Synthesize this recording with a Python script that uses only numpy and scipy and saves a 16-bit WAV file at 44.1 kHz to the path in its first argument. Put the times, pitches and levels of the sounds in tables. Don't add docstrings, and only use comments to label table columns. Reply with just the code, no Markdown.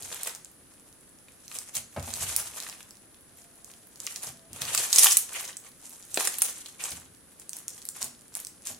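import sys
import numpy as np
from scipy import signal
from scipy.fft import rfft, irfft
from scipy.io import wavfile
from scipy.ndimage import uniform_filter1d

SR = 44100
rng = np.random.default_rng(int(sys.argv[2]) if len(sys.argv) > 2 else 0)


def inscribe(sig):
    pcm = np.round(np.clip(np.atleast_2d(sig).T, -1, 1) * 32767)
    wavfile.write(sys.argv[1], SR, pcm.astype(np.int16))


N = 387638
TIME = np.arange(N) / SR

# (greatest effort [s], build-up [s], let-go [s], crackle level before trim [dB],
# wet squelch relative to the crackle [dB])
HAND_STROKES = [(0.03, .15, 0.16, -40.5, -13), (0.208, 0.2, 0.23, -39, -5), (0.88, .04, .06, -60, -12.5),
                (1.569, 0.232, 0.18, -44, -12), (1.768, .035, 0.032, -32.5, -16.5),
                (2.248, 0.28, .33, -30.5, -11), (2.589, 0.29, 0.32, -40.5, -7.5),
                (3.38, .05, 0.1, -56, -25.5), (3.72, 0.16, 0.22, -52, -10.5), (4.07, 0.18, 0.3, -42, -12.5),
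                (4.271, 0.13, .08, -38, -10.5), (4.629, 0.088, 0.23, -32, -5.5),
                (4.771, 0.098, 0.27, -28.5, -11.5), (5.005, 0.1, .17, -17, -18.5),
                (5.13, 0.11, 0.078, -20.5, -22), (5.368, 0.12, 0.2, -36, -7.5),
                (5.66, 0.055, 0.057, -50, -4), (5.92, .25, .3, -48.5, -14), (6.23, 0.15, 0.18, -30, -13.5),
                (6.48, .13, 0.257, -34, -13), (6.67, .06, 0.064, -41.5, -13.5), (6.848, .09, .17, -33, -8),
                (7.42, 0.046, .05, -48.5, -13), (7.57, 0.055, 0.13, -44, -10),
                (7.78, 0.18, 0.12, -44.5, -13), (8.025, 0.095, 0.072, -35, -10), (8.38, 0.16, .24, -49, -9),
                (8.685, 0.057, 0.065, -34, -16)]
STROKE_DROP_DB, STROKE_CURVE = 22, 1.64
RESTING_DB, RESTING_WET_DB = -66, -4.5
# (frequency [Hz], relative level [dB])
CRACKLE_SPECTRUM = [(500, -4.5), (2500, -7.5), (4800, -6.5), (6500, 1), (9800, 2), (12000, -3.5),
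                    (15000, -10.5), (17000, -38)]
# (frequency [Hz], relative level [dB])
SQUELCH_SPECTRUM = [(100, -8), (280, -7), (700, -0.5), (1500, -2), (2600, -3), (4500, -3), (9000, -34.5)]
# (frequency [Hz], relative level [dB])
ROOM_NOISE_SPECTRUM = [(20, -15.5), (50, -5), (100, -2), (280, -1), (430, -6.5), (560, -7.5), (720, -12.5),
                       (900, -15.5), (1700, -14), (3000, -32.5), (8000, -47)]
# (frequency [Hz], relative level [dB])
MIC_HISS_SPECTRUM = [(4000, -12.5), (7500, -12.5), (9500, -4), (10170, 5.5), (10700, -9.5), (11600, -9.5),
                     (14000, -20), (16000, -31.5)]
ROOM_NOISE_DB, MIC_HISS_DB = -60.5, -57.5
# (time [s], level before trim [dB], hardness [dB])
HAND_BUMPS = [(.01, -54, -6), (1.76, -48.5, 2.5), (1.963, -38, 13), (1.973, -35.5, -0.5),
              (2.076, -44.5, 10), (2.2, -43, -22), (2.259, -53.5, -4), (4.264, -51, -10),
              (4.502, -48.5, -13.5), (4.608, -45.5, -21.5), (6.911, -48.5, -15), (8.029, -49.5, -1),
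              (8.698, -50, -1)]
# (frequency [Hz], level before hardness [dB], fall by 60 dB [s])
TABLE_MODES = [(74, -4.5, 0.1), (95.7, -2.5, 0.12), (126, 0.5, 0.061), (241, 1.5, 0.1), (375, -6.5, 0.055),
               (600, 8.5, 0.012), (657, -1, 0.027), (1200, -28, 0.0086)]
# (time [s], level before trim and pan [dB], pitch [Hz])
LOUD_SNAPS = [(0.0312, -39, 6700), (0.1454, -35, 8370), (0.2332, -27.5, 9300), (0.2743, -30, 8850),
              (0.3499, -36, 7540), (0.4472, -40, 8500), (1.4803, -41, 5460), (1.5531, -35, 7800),
              (1.5875, -29, 7800), (1.7525, -31.5, 8100), (2.1387, -28, 6800), (2.3635, -17.5, 9600),
              (2.6021, -32.5, 5850), (2.6975, -36, 6600), (2.908, -44, 7000), (3.646, -41.5, 7700),
              (4.0022, -34, 7100), (4.067, -26.5, 6640), (4.1604, -32, 6460), (4.5315, -37.5, 8450),
              (4.6189, -28, 4140), (4.7488, -20.5, 7000), (4.7766, -20, 7200), (4.9293, -15, 6000),
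              (4.9604, -16.5, 6800), (4.9848, -10, 8000), (4.9929, -12, 9000), (5.044, -10, 9800),
              (5.1104, -22, 6800), (5.1206, -18, 7600), (5.1257, -20, 7400), (5.1701, -10.5, 8900),
              (5.5689, -34, 7800), (6.1435, -25.5, 8550), (6.1588, -32, 8900), (6.2068, -26, 9300),
              (6.2518, -26, 9100), (6.2734, -20, 7800), (6.3852, -26.5, 10400), (6.4199, -14, 9500),
              (6.8393, -27, 7300), (6.9023, -40, 7100), (7.3982, -42.5, 7000), (7.4935, -32, 8300),
              (7.5322, -33.5, 6900), (7.5679, -36, 9550), (7.6813, -28.5, 8300), (7.8533, -35, 9650),
              (7.8885, -28, 8240), (8.0278, -25.5, 7200), (8.0435, -30, 9200), (8.3523, -27.5, 8900),
              (8.3708, -34, 10600), (8.4017, -35.5, 10500), (8.4488, -34.5, 7700), (8.4696, -35, 7800),
              (8.6713, -30, 7600)]
# (frequency [Hz], level relative to the direct sound [dB], fall by 60 dB [s],
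# likeness of left and right [0-1])
ROOM_BANDS = [(146, -2.5, 0.97, 0.97), (500, -3, 0.17, 0.87), (1340, -2.5, 0.42, 0.3), (2450, -2, 0.32, 0),
              (6000, -5, 0.39, 0.55), (9500, -3, 0.24, 0.2), (13800, -1, 0.19, 0.5)]
# (time [s], level before trim [dB], pitch [Hz])
POCKET_BURSTS = [(1.284, -49.5, 2440), (1.515, -40, 2200), (2.666, -37, 1830), (2.749, -52, 1690),
                 (2.806, -45.5, 1480), (4.072, -32.5, 2070), (4.619, -52, 2000), (4.749, -25, 1900),
                 (5.0604, -22, 1200), (5.0682, -15.5, 2800), (6.1737, -19, 490), (6.207, -25, 830),
                 (6.273, -26.5, 980), (6.42, -30.5, 1200)]
# (middle [s], spread [s], level before the jerks [dB], pitch [Hz])
AIR_SUCKS = [(2.268, 0.0075, -38, 2760), (4.704, 0.082, -47, 2850), (5.361, 0.011, -37, 2450),
             (6.807, 0.0098, -42, 2500)]
# (middle [s], spread [s], level [dB], pitch [Hz])
HUM_SWELLS = [(3.455, 0.25, -73, 693), (4.416, 0.05, -62, 663)]
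# (from [s], to [s])
LIFTED_SPAN = (4.7, 6.95)
TOP_HZ = 16100


def undb(db):
    return 10 ** (np.asarray(db) / 20)


def unit(x):
    return x / np.sqrt(np.mean(x ** 2))


def walk(rate):
    knots = rng.standard_normal(int(rate * N / SR) + 2)
    return np.interp(TIME * rate, np.arange(len(knots)), knots)


def swell(s, spread_s, db):
    return undb(db) * np.exp(-.5 * ((TIME - s) / spread_s) ** 2)


def stereo_noise(likeness, size):
    mid, side = rng.standard_normal((2, size))
    c = np.clip(likeness, 0, 1)
    return np.sqrt((1 + c) / 2) * mid + np.sqrt((1 - c) / 2) * np.array([side, -side])


def colour(x, spectrum):
    size = 4096
    hz, db = np.transpose(spectrum)
    grid = np.maximum(np.fft.rfftfreq(size, 1 / SR), 1)
    cepstrum = irfft(np.log(undb(np.interp(np.log(grid), np.log(hz), db))))
    cepstrum[1:size // 2] *= 2
    cepstrum[size // 2 + 1:] = 0
    response = irfft(np.exp(rfft(cepstrum)))
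    return signal.fftconvolve(x, response[None], axes=1)[:, :N]


def resonate(x, hz, width_hz):
    hz, width_hz = min(hz, .45 * SR), min(width_hz, .3 * SR)
    return signal.lfilter(*signal.iirpeak(hz, hz / width_hz, fs=SR), x)


def panned(x, pan_db):
    return x * undb(np.array([[.5], [-.5]]) * pan_db)


def add(out, s, sound):
    start = max(int(s * SR), 0)
    out[:, start:start + sound.shape[-1]] += sound[..., :max(N - start, 0)]


def effort():
    t = TIME[::50]
    dry = undb(RESTING_DB) ** 2
    wet = undb(RESTING_DB + RESTING_WET_DB) ** 2
    for s, build_s, let_go_s, db, wet_db in HAND_STROKES:
        away = np.minimum(np.maximum((s - t) / build_s, (t - s) / let_go_s), 10)
        power = undb(db - STROKE_DROP_DB * away ** STROKE_CURVE) ** 2
        dry = dry + power
        wet = wet + power * undb(wet_db) ** 2
    crackle_db = np.interp(TIME, t, 10 * np.log10(dry))
    wet_db = np.interp(TIME, t, 10 * np.log10(wet / dry))
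    return crackle_db, wet_db


def cells(db, wet_db, pitches_hz, spectrum, rate, growth, scatter_db, damping, lag_s, wet_growth=.6):
    busier_db = growth * (db - db.mean()) + wet_growth * (wet_db - wet_db.mean())
    per_sample = rate * undb(busier_db) / SR / len(pitches_hz)
    out, chance = np.zeros((2, N)), rng.standard_normal((2, N))
    for hz in pitches_hz:
        at = np.flatnonzero(rng.random(N) < per_sample)
        strength, place = chance[:, at]
        clicks = np.zeros((2, N))
        lag = np.round(lag_s * SR * place).astype(int)
        at_right = np.clip(at + lag, 0, N - 1)
        clicks[0, at] = clicks[1, at_right] = undb(scatter_db * np.minimum(strength, 2))
        out += resonate(clicks, hz, damping * hz)
    out = colour(out, spectrum)
    power = uniform_filter1d(np.mean(out ** 2, axis=0), size=2200)
    power = uniform_filter1d(power, size=1500)
    return out / np.sqrt(np.abs(power) + power.mean() / 1000) * undb(db)


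def kneading(crackle_db, wet_db, cluster_rate=55, cluster_db=4.5, trim_db=-3.5):
    jerks = undb(cluster_db * walk(cluster_rate))
    crackle = cells(crackle_db + trim_db, wet_db, np.geomspace(2500, 13000, num=12), CRACKLE_SPECTRUM,
                    rate=1300, growth=0.4, scatter_db=0.0, damping=0.39, lag_s=.00005)
    squelch = cells(crackle_db + wet_db + trim_db, wet_db, np.geomspace(450, 3600, num=8), SQUELCH_SPECTRUM,
                    rate=550, growth=.45, scatter_db=5.5, damping=0.51, lag_s=.00006)
    return jerks * (crackle + squelch + air_sucks())


def background():
    rumble = unit(colour(stereo_noise(0.65, N), ROOM_NOISE_SPECTRUM))
    hiss = unit(colour(stereo_noise(0.043, N), MIC_HISS_SPECTRUM))
    return undb(ROOM_NOISE_DB) * rumble + faint_hum() + undb(MIC_HISS_DB) * hiss


def room(dry, delay_s=0.00055, build_s=0.00022):
    t = TIME[:SR * 3 // 4]
    grid = np.log(np.maximum(np.fft.rfftfreq(len(t), 1 / SR), 1))
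    centres = np.log(np.array(ROOM_BANDS)[:, 0])
    onset = 1 - np.exp(-np.maximum(t - delay_s, 0) / build_s)
    response = 0
    for band, (hz, db, t60, likeness) in zip(np.eye(len(ROOM_BANDS)), ROOM_BANDS):
        fade = unit(onset * np.exp(-np.log(1000) * t / t60)) / np.sqrt(len(t))
        share = np.sqrt(np.interp(grid, centres, band))
        noise = irfft(share * rfft(stereo_noise(likeness, len(t))), len(t))
        response = response + undb(db) * fade * noise
    return signal.fftconvolve(dry.mean(axis=0)[None], response, axes=1)[:, :N]


def moving_room(dry, count=4):
    spot = np.repeat(rng.integers(count, size=N // 600 + 1), 600)[:N]
    return sum(room(dry * uniform_filter1d(1. * (spot == k), size=200)) for k in range(count))


def bumps(hard_hz=500, press_s=0.023, gain_db=-11):
    out, t = np.zeros((2, N)), TIME[:SR // 3]
    for s, db, hard_db in HAND_BUMPS:
        ring = 0
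        for hz, mode_db, t60 in TABLE_MODES:
            level_db = mode_db + hard_db * min(hz / hard_hz, 1) - 60 * t / t60
            ring = ring + undb(level_db) * np.cos(2 * np.pi * hz * t)
        push = rng.standard_normal(len(t)) * np.exp(-t / (press_s * undb(-hard_db / 2)))
        top_hz = np.clip(2500 * undb(hard_db), 120, SR / 4)
        flesh = signal.butter(2, [62, top_hz], "band", fs=SR)
        knock = signal.lfilter(*flesh, signal.fftconvolve(push, ring)[:len(t)])
        add(out, s, unit(knock) * undb(db + gain_db))
    return out


def small_snaps(crackle_db, count=90, resting_db=-55, follow=0.62, scatter_db=1.0, centre_hz=6800, octaves=0.51):
    s = rng.random(count) * TIME[-1]
    strength, pitch = rng.standard_normal((count, 2)).T
    work_db = np.interp(s, TIME, crackle_db) - RESTING_DB
    db = resting_db + follow * work_db + scatter_db * strength
    return list(zip(s, db, centre_hz * 2 ** (octaves * pitch)))


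def snaps(rows, width_hz=4800, tear_s=0.00077, tear=0.36, edge=0.31, gain_db=-3.5, pan_db=-2, side_db=-5):
    out, t = np.zeros((2, N)), TIME[:400]
    for s, db, hz in rows:
        rip = tear * rng.standard_normal((2, len(t))) * np.exp(-t / tear_s)
        rip[0, 0] = 1
        cavity = resonate(resonate(rip, hz, width_hz), hz, width_hz)
        mid, side = cavity + edge * resonate(rip, 8270, 9000)
        sound = unit(mid) + undb(side_db) * unit(np.array([side, -side]))
        add(out, s, panned(unit(sound) * undb(db + gain_db), pan_db))
    return out


def pockets(damping=0.9, splutter=0.28, splutter_s=0.0026, low_hz=240, crack=0.99, gain_db=-8):
    out, t = np.zeros((2, N)), TIME[:800]
    radiation = signal.butter(2, low_hz, "high", fs=SR)
    for s, db, hz in POCKET_BURSTS:
        wet_noise = splutter * rng.standard_normal(len(t)) * np.exp(-t / splutter_s)
        burst = signal.lfilter(*radiation, (t == 0) + wet_noise)
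        cavity = unit(resonate(resonate(burst, hz, damping * hz), hz, 5400))
        skin = unit(resonate(burst, 2200, 3000))
        add(out, s, unit(cavity + crack * skin) * undb(db + gain_db))
    return out


def air_sucks():
    out = 0
    for s, spread_s, db, hz in AIR_SUCKS:
        fizz = unit(resonate(stereo_noise(0.17, N), hz, hz / 4))
        out = out + swell(s, spread_s, db) * fizz
    return out


def faint_hum():
    out = 0
    for s, spread_s, db, hz in HUM_SWELLS:
        tone = resonate(resonate(rng.standard_normal(N), hz, 18), hz, 20)
        out = out + swell(s, spread_s, db) * unit(tone)
    return out


def table_echo(x, delay_s=.0035, db=-5):
    lifted = (TIME > LIFTED_SPAN[0]) & (TIME < LIFTED_SPAN[1])
    return undb(db) * np.roll(x * lifted, int(delay_s * SR), axis=1)


def scene():
    crackle_db, wet_db = effort()
    pops = snaps(list(LOUD_SNAPS) + small_snaps(crackle_db))
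    knocks = bumps()
    slime = kneading(crackle_db, wet_db) + pops + table_echo(pops) + pockets()
    return slime + moving_room(slime) + knocks + room(knocks) + background()


def record(dry, bend=0.011):
    overloaded = np.clip(dry - bend * dry ** 2, -1, 1)
    top_cut = signal.ellip(8, .2, 70, TOP_HZ, fs=SR, output="sos")
    return signal.sosfilt(top_cut, overloaded)


dry = scene()
out = record(dry)
inscribe(out)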